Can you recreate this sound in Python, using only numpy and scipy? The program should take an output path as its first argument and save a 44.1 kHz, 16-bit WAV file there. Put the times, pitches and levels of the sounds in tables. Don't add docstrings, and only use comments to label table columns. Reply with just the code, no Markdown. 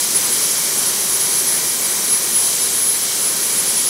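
import sys
import numpy as np
from scipy import signal
from scipy.fft import rfft, irfft, next_fast_len
from scipy.io import wavfile
from scipy.ndimage import uniform_filter1d

SR = 44100
rng = np.random.default_rng(int(sys.argv[2]) if len(sys.argv) > 2 else 0)


def ratio(d):
    e = np.asarray(d, float) / 20
    return 10 ** e


def generate_wav(sig):
    pcm = np.round(np.clip(np.atleast_2d(sig).T, -1, 1) * 32767).astype(np.int16)
    wavfile.write(sys.argv[1], SR, pcm)


N = 171549
T = np.arange(next_fast_len(N, True)) / SR
HZ = np.maximum(np.fft.rfftfreq(len(T), 1 / SR), 1)
PATCH_S = 0.04


def noise():
    return rfft(rng.standard_normal(len(T)))


def wave(spectrum):
    return irfft(spectrum, len(T))


def level(x, db):
    return x * ratio(db) / np.sqrt(np.mean(x ** 2))


def walk(rate):
    hold = int(SR / rate)
    steps = np.repeat(rng.standard_normal(400), hold)[:len(T)]
    slewed = uniform_filter1d(uniform_filter1d(steps, hold), hold)
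    return (slewed - slewed.mean()) / slewed.std()


def turbulence(points, billow_db, flicker_db, billow_hz, edge_db):
    hz, db = np.array(points).T
    octaves = np.log2(HZ)
    low, high = np.log2(hz[0]), np.log2(hz[-1])
    outside = np.maximum(low - octaves, 0) + np.maximum(octaves - high, 0)
    colour = noise() * ratio(np.interp(octaves, np.log2(hz), db) - edge_db * outside)
    billow = billow_db * walk(billow_hz)
    out = 0
    for centre in np.arange(low // 1 - 1, min(high + 1, 14.6), 0.5):
        share = np.cos(np.pi * np.clip(octaves - centre, -0.5, 0.5)) ** 2
        flicker = flicker_db * walk(billow_hz * 3)
        out = out + wave(colour * share) * ratio(billow + flicker)
    return out


def combustion():
    # [Hz, dB per Hz]
    flame_colour = [(15, -59), (25, -31), (181, 1.5), (284, -2), (381, 2), (672, -4.5), (1440, -3.5),
                    (2310, -4), (2700, -24), (3510, -26), (5940, -120)]
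    return level(turbulence(flame_colour, billow_db=0.47, flicker_db=0.54, billow_hz=6, edge_db=60), -31.5)


def gas_jets():
    # [Hz, dB per Hz]
    jet_colour = [(2600, -14.5), (3600, -10), (5860, -5), (7530, -5.5), (8900, -3.5), (9300, -7.5),
                  (10300, -9.5), (11300, -15)]
    return level(turbulence(jet_colour, billow_db=0.62, flicker_db=0.41, billow_hz=5, edge_db=76), -21.5)


def nozzle_rim():
    # [Hz, dB per Hz]
    rim_colour = [(11300, 3.5), (12500, 3.5), (13400, 0.5), (14000, 2), (14600, -0.5), (15700, -6)]
    return level(turbulence(rim_colour, billow_db=0.25, flicker_db=0.3, billow_hz=7, edge_db=300), -28)


def torch():
    # [Hz, Hz, dB]
    resonances = [(185, 78, -2), (445, 340, 1.5), (1000, 150, 2.5), (2700, 260, -2), (2410, 264, 6),
                  (3190, 350, 3), (3950, 380, 1.5), (3540, 170, -2.5), (6000, 580, 4), (7160, 87, 2),
                  (7340, 120, -0.5), (8100, 300, 0.5), (8830, 420, 2.5), (12350, 600, 3)]
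    # [s, 0-1]
    aim_points = [
        (0, 0.3),
        (.5, 1),
        (1.7, 0.77),
        (2.3, 0.93),
        (2.9, 0.16),
        (3.89, 0.35),
    ]
    # [s, dB]
    flow_points = [(0, 0), (.6, -0.5), (1.2, 0), (1.8, -.5), (2.4, -1), (3.0, -1), (3.5, -0.5), (3.89, -1)]
    spectrum = rfft(combustion() + gas_jets() + nozzle_rim())
    lift_db = sum(db / (1 + (2 * (HZ - hz) / width) ** 2) for hz, width, db in resonances)
    aim = np.clip(np.interp(T, *np.array(aim_points).T), 0, 1)
    facing = wave(spectrum * ratio(lift_db))
    averted = wave(spectrum * ratio(lift_db * (HZ < 5000)))
    heard = aim * facing + (1 - aim) * averted
    return heard * ratio(np.interp(T, *np.array(flow_points).T))


def whistle():
    # [s, dB, s]
    swells = [(.165,-15,0.034), (0.256,-19.5,0.026), (.335,-16,0.035), (.44,-16,0.027), (.52,-21,0.031),
              (0.572,-19.5,0.032), (0.792,-18,0.028), (0.88,-17.5,0.053), (1.13,-20.5,.09),
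              (1.24,-19.5,0.09), (1.388,-17,0.056), (1.527,-20,.11), (1.702,-30,0.062), (1.86,-26,.05),
              (2.138,-14.5,0.077), (2.372,-14.5,0.065), (2.472,-17.5,0.1), (2.63,-22,.07),
              (2.774,-22,0.086), (2.833,-18,0.04), (2.908,-17.5,0.092), (2.965,-28,0.12), (3.043,-22,.05),
              (3.27,-19,0.13), (3.44,-21.5,0.079), (3.528,-22,0.066), (3.594,-17,0.035),
              (3.693,-17.5,0.058), (3.782,-17,0.062), (3.875,-18.5,0.056)]
    chokes = [.09, .2, .56, .63, .68, .71, .85, .93, .98, 1.07, 1.19, 1.445, 1.62, 1.8, 1.88, 1.98, 2.02,
              2.21, 2.575, 2.72, 3.0, 3.085, 3.115, 3.145, 3.35]
    # [Hz, Hz, dB]
    skirt = [
        (10525, 55, -33.5),
        (10480, 120, -38),
        (10640, 250, -41),
    ]
    rest_db, choke_s = -24.5, 0.0077
    power = ratio(rest_db) ** 2
    for s, db, length in swells:
        power = power + ratio(db) ** 2 * 2.0 ** -((3.2 * (T - s) / length) ** 2)
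    hz = 10541 + 1.5 * walk(8) + 7 * walk(60)
    tone = np.sqrt(2 * power) * np.sin(2 * np.pi * np.cumsum(hz) / SR)
    tone = tone * ratio(1.2 * walk(65))
    for s in chokes:
        tone = tone * (1 - np.exp(-((T - s) / choke_s) ** 2))
    breath = sum(level(wave(noise() / (1 + (2 * (HZ - f) / w) ** 2)), db) for f, w, db in skirt)
    return tone + breath


def workshop(x):
    # [s, dB, +1 or -1]
    reflections = [(.00101, -25, 1), (.00239, -32, -1), (.0065, -31, -1), (.01193, -29, -1),
                   (.0122, -26, 1), (.01226, -24, -1), (.01255, -30, 1), (.0374, -31, -1),
                   (.04037, -31, -1)]
    t60_s, room_db, thin_below_hz = 0.46, -8, 1510
    response = 1 + sum(sign * ratio(db) * np.exp(-2j * np.pi * HZ * s) for s, db, sign in reflections)
    tail = rng.standard_normal(len(T)) * ratio(-60 * T / t60_s) * np.clip(T / 0.012, 0, 1)
    tail = rfft(tail / np.sqrt(np.sum(tail ** 2))) / np.sqrt(1 + (thin_below_hz / HZ) ** 2)
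    return wave(rfft(x) * (response + tail * ratio(room_db)))


def building():
    return level(wave(noise() / (1 + (HZ / 30) ** 2)), -72)


def parted_bands(mono):
    # [s, Hz, Hz]
    patches = [(.058, 8250, 10350), (.29, 8250, 9700), (.29, 11700, 13100), (.29, 14450, 15700),
               (.405, 11000, 12400), (1.15, 11000, 12400), (2.45, 11700, 13100), (2.495, 13100, 14450),
               (2.52, 8950, 10350), (2.615, 4750, 6250), (2.75, 11000, 12400), (2.75, 13100, 15200),
               (2.845, 13800, 15700), (2.96, 6200, 7600), (2.96, 8950, 10350), (2.96, 13800, 15700),
               (3.26, 14450, 15700)]
    patch_gain = ratio(-3)
    same, other = rfft(mono, len(T)), rfft(mono[::-1], len(T))
    change = np.zeros((2, N))
    for s, low_hz, high_hz in patches:
        band = (HZ > low_hz) & (HZ < high_hz)
        gate = np.cos(np.pi * np.clip((T[:N] - s) / PATCH_S, -0.5, 0.5))
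        change += gate * patch_gain * wave(other * band)[:N] * np.array([[1], [-1]])
        change -= gate ** 2 * (1 - patch_gain) * wave(same * band)[:N]
    return change


def starved_hiss(mono):
    starved = [2.158, 2.375, 3.78]
    # [Hz, Hz]
    starved_band = (10750, 12300)
    beside = wave(rfft(mono, len(T)) * (HZ > starved_band[0]) * (HZ < starved_band[1]))[:N]
    dips = sum(np.exp(-(3 * (T[:N] - s) / PATCH_S) ** 2) for s in starved)
    return (1 - ratio(-11)) * beside * dips


def scene():
    return np.tile((workshop(torch()) + whistle() + building())[:N], (2, 1))


def low_pass(x):
    return signal.sosfilt(signal.butter(12, 16180, fs=SR, output="sos"), x)


def record(dry):
    out = dry + parted_bands(dry[0]) - starved_hiss(dry[0])
    out = wave(rfft(out, len(T)) * (HZ < 15770))[:, :N]
    return low_pass(out)


dry = scene()
out = record(dry)
generate_wav(out)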